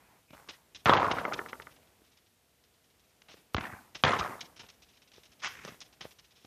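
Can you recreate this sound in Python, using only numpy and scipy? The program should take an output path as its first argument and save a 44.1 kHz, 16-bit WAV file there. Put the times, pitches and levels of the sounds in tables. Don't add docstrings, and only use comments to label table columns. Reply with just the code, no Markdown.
import sys
import numpy as np
from scipy import signal
from scipy.fft import rfft, irfft
from scipy.io import wavfile
from scipy.ndimage import uniform_filter1d

SR = 44100
rng = np.random.default_rng(int(sys.argv[2]) if len(sys.argv) > 2 else 0)


def natural_amplitude(level_db):
    exponent = np.asarray(level_db, float) / 20
    return 10 ** exponent


def materialize(psi):
    bounded = np.clip(np.atleast_2d(psi).T, -1, 1)
    quanta = np.round(bounded * 32767).astype(np.int16)
    wavfile.write(sys.argv[1], SR, quanta)


N = 284886


def evened(x):
    return x / np.sqrt(np.mean(x ** 2) + 1e-30)


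def read(points, hz):
    f, value = np.transpose(points)
    return np.interp(np.log(hz + 1), np.log(f + 1), value)


def add(mix, s, sound):
    part = mix[round(s * SR):][:len(sound)]
    part += sound[:len(part)]


def colour(x, points, tilt_db=0):
    hz = abs(np.fft.fftfreq(2048, 1 / SR))
    octaves = np.log2(np.clip(hz, 700, 8000) / 2000)
    log_gain = np.log(natural_amplitude(np.maximum(read(points, hz), -100) + tilt_db * octaves))
    taps = np.fft.ifft(np.exp(np.conj(signal.hilbert(log_gain)))).real[:1024]
    return signal.oaconvolve(x, taps)


def modes(table, count):
    t = np.arange(count) / SR
    return sum(natural_amplitude(db - 60 * t / t60) * np.sin(2 * np.pi * hz * t) for hz, db, t60 in table)


def drift(count, smooth_s):
    size = max(int(smooth_s * SR), 1)
    smooth = uniform_filter1d(rng.standard_normal(count), size)
    return evened(uniform_filter1d(smooth, size))


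# frequency in Hz, level in dB per Hz.
WASH_SPECTRUM = [(15, -46.5), (25, -13.5), (45, -1), (62, 7.5), (81, -6), (394, -11), (515, -10),
                 (558, -18.5), (604, -11), (1150, -18.5), (3090, -17.5), (4150, -20), (13500, -30),
                 (15000, -27.5)]
# time in seconds, level in dB.
SWELL = [(0, 7.5), (.3, 0.5), (1.5, 13), (2.3, 0), (3.2, 3.5), (4.601, 8.5), (5.0, 3), (5.7, 8), (6.46, 2)]


def wash():
    hz, t, z = signal.stft(rng.standard_normal(N + 2048), SR, nperseg=1024)
    s, db = np.transpose(SWELL)
    share = np.clip(np.log(5000 / (hz + 1)) / np.log(3.5), .3, 1)[:, None]
    patches = uniform_filter1d(rng.standard_normal(z.shape), 10, 0)
    patches = evened(uniform_filter1d(patches, 8, 1))
    z = z * natural_amplitude(read(WASH_SPECTRUM, hz)[:, None])
    z = z / np.sqrt(np.sum(abs(z) ** 2) / len(t))
    z = z * natural_amplitude(share * np.interp(t, s, db) + 0.4 * patches)
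    return natural_amplitude(-71.5 - 27) * signal.istft(z * 20, SR, nperseg=1024)[1][:N]


# frequency in Hz, level in dB per Hz.
RINGS = [
    [(30, -14.5), (80, -1), (300, -8.5), (900, 1), (2000, -6.5), (3200, -22.5), (7000, -19), (14000, -26)],
    [(30, -37), (130, -10.5), (300, -4), (1200, -0.5), (2000, -8.5), (3600, -20.5), (6500, -34),
     (14000, -56)],
    [(30, -40.5), (130, 0), (260, -14.5), (550, 3.5), (1050, 1.5), (1500, -11.5), (2200, -13),
     (3200, -18.5), (4300, -28.5), (6500, -34), (8000, -47), (14000, -52.5)],
    [(30, -33), (110, -6), (250, 2.5), (480, -10.5), (750, 6), (1300, 2.5), (2500, 1.5), (4000, -30),
     (6500, -42), (14000, -56)],
    [(30, -45), (140, -8), (250, -8), (550, -4), (1100, -0.5), (2000, -2.5), (3100, -14.5), (4300, -24),
     (6300, -26), (8000, -32.5), (14000, -36)],
]
# time in seconds, level in dB.
FADING = [
    (0, -68.5),
    (.16, -70.5),
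    (.22, -84),
]


def earlier_blow():
    t = np.arange(SR // 4) / SR
    fading = evened(colour(rng.standard_normal(len(t)), RINGS[3])[:len(t)])
    return natural_amplitude(np.interp(t, *np.transpose(FADING))) * fading


def brush(db, length_s, tilt_db):
    u = np.arange(3000) / SR / max(length_s, .001)
    crackle = rng.standard_normal(len(u)) * natural_amplitude(3.4 * drift(len(u), 0.00035))
    shape = np.minimum(u / 0.13, 1) * (np.exp(-(u / 0.91) ** 3) + 0.23 * np.exp(-u))
    return natural_amplitude(db - 8.5) * evened(colour(crackle, GRASS, tilt_db)[:len(u)]) * shape


# frequency in Hz, level in dB per Hz.
RASP = [(200, -22), (600, -14.5), (1100, -4.5), (2200, -5), (3400, -6), (4300, -13.5), (5200, -10),
        (6500, -13.5), (7200, -26), (9000, -35), (14000, -54)]
ROLL = [(120, -2), (200, -3), (540, -6), (609, -22), (652, -13), (2020, 0.5), (3300, -10.5), (4440, -25),
        (6050, -15), (12000, -40), (15600, -62), (22000, -120)]
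# time in seconds, level in dB, share of rolling from 0 to 1.
DRAG = [
    (5.415, -50.5, 0),
    (5.452, -34, 0.17),
    (5.475, -34.5, 0),
    (5.499, -52, 0.4),
    (5.595, -51, 0.82),
    (5.635, -53, 0.75),
    (5.68, -48.5, 0.04),
    (5.71, -55, 0.8),
    (5.78, -69, .5),
]


def drag():
    s, db, rolling = np.transpose(DRAG)
    t = np.arange(s[0], s[-1], 1 / SR)
    share = np.clip(np.interp(t, s, rolling), 0, 1)
    grain_db = 2.2 * drift(len(t), .001) + 1.5 * drift(len(t), .008)
    crackle = rng.standard_normal(len(t)) * natural_amplitude(grain_db)
    rasp, roll = (evened(colour(crackle, points)[:len(t)]) for points in (RASP, ROLL))
    sound = (1 - share) * rasp + share * roll
    return s[0], natural_amplitude(np.interp(t, s, db)) * sound * signal.windows.tukey(len(t), .05)


# frequency in Hz, level in dB per Hz.
GRASS = [(150, -12.5), (500, -14), (1100, -10.5), (1800, -8.5), (2700, -2.5), (3800, -1.5), (4500, -7.5),
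         (5300, -3), (6500, -8), (7200, -20.5), (8000, -22), (14000, -34.5)]
# start in seconds, peak in dB, length in seconds, tilt in dB per octave.
STEPS = [(0.4873, -36.5, 0.032, -3.5), (0.7482, -40, 0.029, 0), (3.2842, -45, 0.043, -5),
         (3.3094, -50, 0.044, -0.5), (3.366, -54, 0.044, -6.5), (3.949, -34.5, 0.028, -2),
         (4.1905, -27.5, 0.022, -1.5), (4.408, -34.5, 0.022, -1), (4.4085, -30.5, 0.011, 0.5),
         (4.5627, -47, 0.029, -1), (4.5935, -39.5, 0.031, -2), (4.6876, -45.5, 0.025, -0.5),
         (5.1535, -54, 0.057, -2), (5.8135, -39, 0.022, -0.5), (6.0088, -36, 0.025, -3.5),
         (6.028, -45.5, 0.022, -2)]
# start in seconds, peak in dB.
SCUFFS = [
    (0.33, -46),
    (0.393, -70),
    (1.162, -54),
    (1.1831, -33),
    (4.632, -48),
    (5.676, -39.5),
    (6.044, -44.5),
]
# start in seconds, peak in dB, contact in seconds.
HOPS = [
    (1.114, -22.5, 0.014),
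    (1.3343, -26.5, 0.016),
    (1.486, -42.5, 0.025),
    (1.62, -44, 0.013),
    (1.7065, -54, 0.034),
    (1.762, -54.5, 0.02),
    (1.826, -63, .017),
    (1.874, -59, 0.01),
]
# start in seconds, peak in dB.
FAR_SEAMS = [(2.04, -61), (2.064, -62.5), (2.1155, -58.5), (2.171, -57), (2.2621, -62), (2.6379, -61.5),
             (2.738, -64), (2.8394, -63.5), (2.8994, -65), (2.995, -62), (3.039, -69), (3.096, -64)]
# start in seconds, peak in dB, length in seconds.
NEAR_SEAMS = [(4.82, -50.5, 0.028), (4.882, -58, 0.051), (4.929, -60.5, 0.067), (4.971, -55, 0.016),
              (5.018, -55.5, 0.028), (5.076, -56.5, 0.022), (5.118, -52, 0.013), (5.134, -51.5, .025),
              (5.234, -52, 0.023), (5.255, -50.5, .02), (5.318, -51.5, .024), (5.394, -51.5, 0.029),
              (5.9274, -54.5, 0.025), (6.109, -48.5, 0.021), (6.187, -48, 0.022), (6.244, -54.5, 0.027),
              (6.307, -55.5, 0.031), (6.354, -56.5, 0.065), (6.414, -60, 0.054)]
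# start in seconds, peak in dB, tilt in dB per octave.
TICKS = [(0.307, -43, -8.5), (0.3339, -42, -12), (3.2205, -47.5, -3.5), (4.666, -50, -6),
         (5.6509, -33, 5.5), (5.699, -51, 7), (5.7445, -46, -10), (5.8064, -39, 6.5), (0.488, -45, -12.5),
         (6.4505, -44, -8), (3.547, -30.5, -5)]


def turf():
    grass = np.zeros(N)
    rows = list(STEPS)
    rows += [(s, db, 0.028, -9) for s, db in SCUFFS]
    rows += [(s, db, length_s, -5) for s, db, length_s in HOPS]
    rows += [(s, db, 0.026, -0.5) for s, db in FAR_SEAMS]
    rows += [(s, db, length_s, -0.7) for s, db, length_s in NEAR_SEAMS]
    rows += [(s, db, 0.0055, tilt_db) for s, db, tilt_db in TICKS]
    for s, *row in rows:
        add(grass, s - .002, brush(*row))
    add(grass, *drag())
    scatter = irfft(np.exp(1j * np.angle(rfft(rng.standard_normal(700)))))
    add(grass, .034, natural_amplitude(-14.5) * signal.oaconvolve(grass, scatter)[:N])
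    return grass


def shudder(db, hz, length_s):
    u = np.arange(2400) / SR / max(length_s, .001)
    wobble = 190 * np.cumsum(drift(len(u), .0007)) / SR
    turns = hz * u * length_s + wobble + rng.random()
    return natural_amplitude(db) * np.sin(2 * np.pi * turns) * 4 * u * np.exp(-2 * u ** 0.56)


def jolt(db, hz):
    t = np.arange(1500) / SR
    turns = np.cumsum(hz * (1 + 0.12 * drift(len(t), .0004))) / SR + rng.random()
    t60 = 0.024 * (hz / 1000) ** -0.13
    return natural_amplitude(db + 6 - 60 * t / t60) * np.sin(2 * np.pi * turns) * (1 - np.exp(-t / 0.0013))


# frequency in Hz, level in dB, t60 in seconds.
KNOCK_MODES = [(400, 0.5, 0.0081), (899, -20.5, 0.15), (1250, -25, 0.048), (1387, 10, 0.0085), (1776, 4, 0.01),
               (1986, 2.5, 0.01), (2057, -26, 0.037), (2500, -4.5, 0.0053), (3060, -14, 0.011)]


def knock(db):
    table = np.array(KNOCK_MODES) * (1 + [.015, 0, .15] * rng.standard_normal((len(KNOCK_MODES), 3)))
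    table[:, 1] += 1.2 * rng.standard_normal(len(KNOCK_MODES))
    t = np.arange(3000) / SR
    sound = modes(table, count=3000) * (1 - np.exp(-t / 0.00059)) ** 2
    sound = sound / abs(sound).max()
    slats = rng.standard_normal(len(t)) * natural_amplitude(-27 - 60 * t / 0.1) * (t > .002)
    scattered = signal.oaconvolve(uniform_filter1d(sound, size=19), slats)[:len(t)]
    out = np.pad(sound + scattered, (0, 1200))
    add(out, .0235, natural_amplitude(-12.5) * uniform_filter1d(sound, size=14))
    return natural_amplitude(db) * out


# start in seconds, peak in dB, pitch in Hz, length in seconds.
CREAKS = [
    (0.082, -59, 864, 0.017),
    (0.117, -62, 870, 0.016),
    (0.147, -62.5, 876, 0.02),
    (0.279, -60, 2450, 0.029),
    (0.432, -61, 895, 0.0054),
    (0.532, -53, 1960, .0066),
]
# start in seconds, level in dB, pitch in Hz.
JOLTS_SLAM = [(0.8605, -25, 2930), (0.8615, -39, 3740), (0.863, -19, 1330), (0.868, -38, 3060),
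              (0.872, -20, 1320), (0.879, -19, 1250), (0.8849, -21, 1290), (0.8934, -23, 3170),
              (0.8939, -18, 1760), (0.8939, -14, 994), (0.8999, -12, 1285), (0.9009, -29, 3360),
              (0.9074, -37, 3320), (0.9149, -39, 3200), (0.9164, -17, 966), (0.9259, -11, 1110),
              (0.9348, -32, 3150), (0.9388, -33, 1940), (0.9473, -34, 2330), (0.9483, -38, 3420),
              (0.9493, -49, 4390), (0.9513, -19, 1080), (0.9543, -47, 3460), (0.9593, -22, 770),
              (0.9693, -28, 3000), (0.9693, -31, 630), (0.9732, -27, 1950), (0.9772, -32, 3120),
              (0.9807, -25, 1250), (0.9852, -44, 2650), (0.9857, -18, 780), (1.0146, -42, 3550),
              (1.0181, -41, 2300), (1.0191, -50, 3100), (1.0191, -20.5, 980), (1.0281, -25.5, 1310),
              (1.0296, -51, 3450), (1.0366, -54, 3140), (1.0446, -18.5, 1180), (1.0561, -23, 1040),
              (1.065, -24, 1290), (1.0765, -51, 3400), (1.0835, -24.5, 1083), (1.0975, -31, 990),
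              (1.1034, -55, 3400), (1.1049, -36, 900), (1.1084, -54, 4400), (1.1084, -56, 3500)]
JOLTS_SOFT = [(3.57, -50.5, 2710), (3.581, -46, 4120), (3.5805, -27.5, 2070), (3.5807, -44, 1340),
              (3.59, -45, 2500), (3.6079, -55, 3820), (3.6079, -48, 1060), (3.6084, -39, 2600),
              (3.6159, -51, 2660), (3.6239, -42, 1410), (3.6264, -55, 3660), (3.6279, -44, 2500),
              (3.6343, -37, 866), (3.639, -42, 1870), (3.6404, -45, 2670), (3.6518, -31.5, 1720),
              (3.665, -43, 1980), (3.6673, -43, 1000), (3.6723, -39, 1850), (3.6857, -48, 1380),
              (3.6962, -42, 1160), (3.6997, -43, 1910), (3.7017, -42, 780), (3.7127, -47, 1520),
              (3.717, -44, 1960), (3.7236, -43, 1900), (3.7246, -42, 1120), (3.7334, -38, 1480),
              (3.7436, -45, 1490), (3.7487, -48, 1030), (3.7576, -56, 1290), (3.7581, -61, 2350),
              (3.767, -50, 1080), (3.778, -59, 1460), (3.788, -46, 1500), (3.795, -64, 1710)]
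JOLTS_HARD = [(4.041, -25, 2130), (4.0475, -17.5, 1295), (4.0512, -24.5, 2980), (4.058, -31, 1350),
              (4.0639, -35, 1130), (4.0704, -33, 2100), (4.0714, -37, 1210), (4.0774, -31, 3160),
              (4.0784, -36, 3880), (4.078, -33, 2100), (4.0792, -23, 1020), (4.0889, -28, 2120),
              (4.0883, -28, 1310), (4.092, -30, 3060), (4.0944, -25, 703), (4.1093, -36, 2140),
              (4.1178, -28, 1940), (4.1223, -39, 1400), (4.1317, -18, 1040), (4.1438, -40, 2220),
              (4.1475, -32, 1250), (4.1676, -32, 1330), (4.1787, -41, 1250), (4.1877, -30.5, 950),
              (4.187, -38, 2930), (4.1954, -42, 2770), (4.1961, -41, 4130), (4.198, -34, 1250),
              (4.2016, -48, 3760), (4.2104, -22, 1280), (4.2224, -36, 1330), (4.2216, -37, 2360),
              (4.2256, -49, 2240), (4.2261, -41, 1180), (4.239, -32, 1940), (4.239, -37, 1360),
              (4.2475, -32, 1130), (4.251, -33, 1350), (4.26, -44, 1250), (4.2675, -40, 1190),
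              (4.273, -37, 1300), (4.2857, -42, 1130), (4.2947, -39, 1100), (4.3054, -47, 2040),
              (4.3198, -38, 1130), (4.32, -48, 2000), (4.3269, -38, 1250), (4.3388, -50, 1160),
              (4.3398, -53, 1890), (4.3453, -51, 1210), (4.349, -49, 1150), (4.3645, -49, 1190),
              (4.3737, -58, 1370), (4.3825, -49, 1160), (4.3913, -46, 1250), (4.3947, -51, 3450)]
JOLTS_LATE = [(1.127, -30, 915), (1.135, -25, 980), (1.172, -37, 1210), (1.202, -40, 1280),
              (1.2741, -40, 730), (1.3132, -30, 816), (5.445, -35, 2010), (5.4574, -40, 1370),
              (5.4587, -33, 2760), (5.466, -38, 2750), (5.59, -45, 2090), (5.5966, -50, 2000),
              (5.65, -46, 1870), (5.6694, -60, 2460), (5.679, -50, 1110), (5.6984, -52, 1890),
              (5.743, -58, 2630)]
# first knock in seconds, period in seconds.
KNOCK_TIMES = [
    (1.1122, .1394),
    (1.1847, .138),
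]
KNOCKS_DB = [
    [-22, -19, -21.5, -25, -34],
    [-19, -22.5, -31.5, -32.5],
]


def fence():
    mix = np.zeros(N)
    for s, *row in CREAKS:
        add(mix, s, shudder(*row))
    for s, *row in JOLTS_SLAM + JOLTS_SOFT + JOLTS_HARD + JOLTS_LATE:
        add(mix, s + .0001, jolt(*row))
    for (first_s, period_s), levels_db in zip(KNOCK_TIMES, KNOCKS_DB):
        for k, db in enumerate(levels_db):
            add(mix, first_s + k * period_s, knock(db))
    return mix


# frequency in Hz, t60 in seconds.
COURT = [(60, 0.98), (200, 0.86), (500, 0.76), (1000, 0.73), (1800, 0.56), (3000, 0.5), (6000, 0.61)]
# frequency in Hz, level in dB, t60 in seconds.
PANEL = [(151.4, -4, .22), (460, -16.5, 0.36), (496, -13.5, 0.6), (616, -17.5, 0.28), (761, -3, 0.23),
         (99.8, -10.5, 0.62), (1020, -9, .6), (1058, -13.5, 0.47), (1254, -12, 0.48), (3300, -18, 0.17),
         (3450, -13.5, 0.22)]


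def ring(db, decay, lumps_db, last_s, points, panel_db, thin_db, thin_s):
    count = SR + SR // 2
    echoes = rng.standard_normal(count) * natural_amplitude(lumps_db * drift(count, .0018))
    hz, t, z = signal.stft(echoes, SR, nperseg=256)
    patches = uniform_filter1d(rng.standard_normal(z.shape), 8, 0)
    patches = evened(uniform_filter1d(patches, 3, 1))
    echoes = signal.istft(z * natural_amplitude(2.0 * patches), SR, nperseg=256)[1]
    hz, t, z = signal.stft(echoes, SR, nperseg=1024)
    z = z * natural_amplitude(read(points, hz)[:, None] - 60 * t / (decay * read(COURT, hz)[:, None]))
    tail = signal.istft(z, SR, nperseg=1024)[1][:count]
    tail = tail / np.sqrt(np.mean(tail[:2000] ** 2))
    mids = signal.sosfiltfilt(signal.butter(2, [600, 3800], "band", fs=SR, output="sos"), tail)
    t = np.arange(count) / SR
    tail = tail - mids * (1 - natural_amplitude(thin_db)) * np.clip((thin_s - t) / 0.017, 0, 1)
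    rise = (1 - np.exp(-t / 0.0027)) * natural_amplitude(-55 * np.maximum(t - last_s, 0))
    return rise * (natural_amplitude(db) * tail + natural_amplitude(panel_db) * modes(PANEL, count))


def thud(db, hz, t60):
    t = np.arange(6000) / SR
    lowpass = signal.butter(2, min(3 * hz, 1500), fs=SR)
    crunch = signal.lfilter(*lowpass, rng.standard_normal(len(t)))
    push = np.sin(2 * np.pi * hz * t) + 0.31 * evened(crunch)
    return natural_amplitude(db - 60 * t / max(t60, .005)) * push * (1 - np.exp(-t / 0.00022)) * 1.8


# frequency in Hz, level in dB per Hz.
SLAP = [(100, -22.5), (250, -5.5), (1200, 6.5), (2200, -3), (3400, 0), (4500, -10), (6200, -15),
        (7500, -40), (14000, -44)]


def slap(db, smear_s, tilt_db):
    t = np.arange(700) / SR
    drive = .5 * rng.standard_normal(len(t)) * np.exp(-t / max(smear_s, 2e-4))
    drive[0] = 5.5
    sound = colour(drive, SLAP, np.clip(tilt_db, -5, 5))
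    return natural_amplitude(db) * sound / abs(sound).max()


# start in seconds, peak in dB, smear in seconds, brightness in dB per octave.
SLAPS = [
    (0.8576, -9.5, 0.0054, -0.5),
    (3.546, -12.5, 0.0021, -1),
    (4.0372, -3, 0.0031, 1),
]
# start in seconds, peak in dB, brightness in dB per octave.
ECHOES = [(0.895, -9.5, -4), (0.9351, -8, -1), (0.97, -17.5, -4), (3.5658, -19, 0), (3.5817, -21.5, -3),
          (3.6085, -28, -1), (3.628, -34, -4), (3.64, -28, -7), (3.655, -31, -3), (3.667, -33, -2.5),
          (4.049, -11, 1), (4.064, -26, -6), (4.072, -21, -5), (4.078, -21, 6.5), (4.091, -21.5, 1),
          (4.111, -32, -8), (4.118, -16.5, -2), (4.124, -35, 3), (4.135, -16, -7), (4.167, -25, -8),
          (4.2391, -38, 0.5), (1.0441, -26.5, -11), (1.013, -29, -1.5)]
# start in seconds, peak in dB, pitch in Hz.
THUDS = [(0.308, -54, 137), (0.49, -51, 504), (0.86, -21.5, 145), (2.018, -55, 352), (3.342, -46.5, 454),
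         (3.58, -29.5, 220), (3.603, -39, 117), (3.726, -40, 108), (3.738, -43.5, 258), (4.039, -20, 154),
         (4.072, -29.5, 149), (4.197, -36, 72), (4.599, -63, 405), (5.181, -46.5, 402), (5.291, -58, 70.7),
         (5.650, -35.5, 507), (5.654, -42, 174), (5.678, -42, 560), (5.689, -45.5, 288), (5.72, -47.5, 229),
         (6.012, -53, 490)]
# start in seconds, peak in dB, pitch in Hz.
DEAD_THUDS = [
    (.332, -43.5, 79),
    (0.894, -26.5, 155.2),
    (6.053, -36.5, 534),
    (6.447, -44.5, 329),
]
# start in seconds, peak in dB, pitch in Hz, t60 in seconds.
REBOUND = [
    (0.8954, -7, 880, .006),
    (3.5472, -19.5, 240, .014),
    (3.5481, -26.5, 105, .042),
]
# start in seconds, level in dB, decay factor, lumpiness in dB,
# last far echo in seconds after the blow.
BLOWS = [
    (.335, -57.5, 1.8, 5.5, 0.21),
    (0.859, -25.5, 1.97, 3.5, 0.53),
    (.896, -26, 1.43, 5, 0.9),
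    (3.569, -36.5, 1.16, 2.5, 0.15),
    (4.04, -26, 1.3, 3, 0.27),
]
# drive of the panel in dB, level of the thin mids in dB, their duration in seconds.
PANEL_DB = [-72, -42, -23.5, -66, -27]
THIN_DB = [1, 0.5, -4, -6.5, -1.5]
THIN_S = [0.071, 0.31, 0.214, 0.19, 0.37]


def blows():
    mix = np.zeros(N)
    for s, *row in SLAPS:
        add(mix, s + 0.00051, slap(*row))
    for s, db, tilt_db in ECHOES:
        late_s = min(s - first for first, *_ in SLAPS if first < s)
        smear_s = 0.0032 + 0.039 * late_s
        add(mix, s + 0.0011, -slap(db, smear_s, tilt_db))
    for s, db, hz in THUDS:
        add(mix, s, thud(db, hz, 0.043 * (hz / 100) ** -0.73))
    for s, db, hz in DEAD_THUDS:
        add(mix, s, thud(db, hz, .011))
    for s, *row in REBOUND:
        add(mix, s, -thud(*row))
    for (s, *row), *more in zip(BLOWS, RINGS, PANEL_DB, THIN_DB, THIN_S):
        add(mix, s, ring(*row, *more))
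    return mix


def scene():
    mix = wash() + blows() + fence() + turf()
    add(mix, 0, earlier_blow())
    return mix[None]


# start in seconds, end in seconds.
SHORT_SPANS = [(.84, .945), (3.53, 3.55), (4.02, 4.04)]


def starved(x):
    lead = 520
    window = signal.windows.kaiser_bessel_derived(2048, 4 * np.pi)
    grid = dict(fs=SR, window=window, nperseg=2048, noverlap=1024)
    hz, t, z = signal.stft(np.pad(x, (lead, 0)), **grid)
    power = abs(z) ** 2
    mids_db = 10 * np.log10(power[(hz > 2000) & (hz < 6500)].mean(0) + 1e-20)
    band_db = 10 * np.log10(uniform_filter1d(power, size=32, axis=0) + 1e-20)
    chance = rng.standard_normal((50, len(t)))[(hz // 450).astype(int)]
    at_s = t - lead / SR
    spared = np.any([(at_s > a) & (at_s < b) for a, b in SHORT_SPANS], axis=0)
    drained_db = 14 * np.roll(spared, 1) + 7 * np.roll(spared, 2) + 4 * np.roll(spared, 3)
    slope_db = 4 * np.log2(hz / 8000 + .01)[:, None]
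    lack_db = mids_db + drained_db - band_db - 23 + slope_db + 5 * chance
    keep = (hz[:, None] < 7300) | (lack_db < 0) | spared
    return signal.istft(z * keep * (hz < 14600)[:, None], **grid)[1][lead:N + lead]


def roll_off(x):
    return signal.sosfilt(signal.butter(12, 15320, fs=SR, output="sos"), x)


def record(dry):
    x = signal.sosfilt(signal.butter(6, 54, "high", fs=SR, output="sos"), dry[0])
    body = signal.sosfilt(signal.butter(2, 1500, fs=SR, output="sos"), x)
    level = np.sqrt(abs(uniform_filter1d(body ** 2, size=4000, origin=1500)))
    hiss = np.diff(rng.standard_normal(N + 1)) + 2.4 * rng.standard_normal(N)
    hissing = x + natural_amplitude(-46.0) * np.minimum(level, .01) ** 0.49 * hiss
    return roll_off(starved(hissing)[None])


dry = scene()
out = record(dry)
materialize(out)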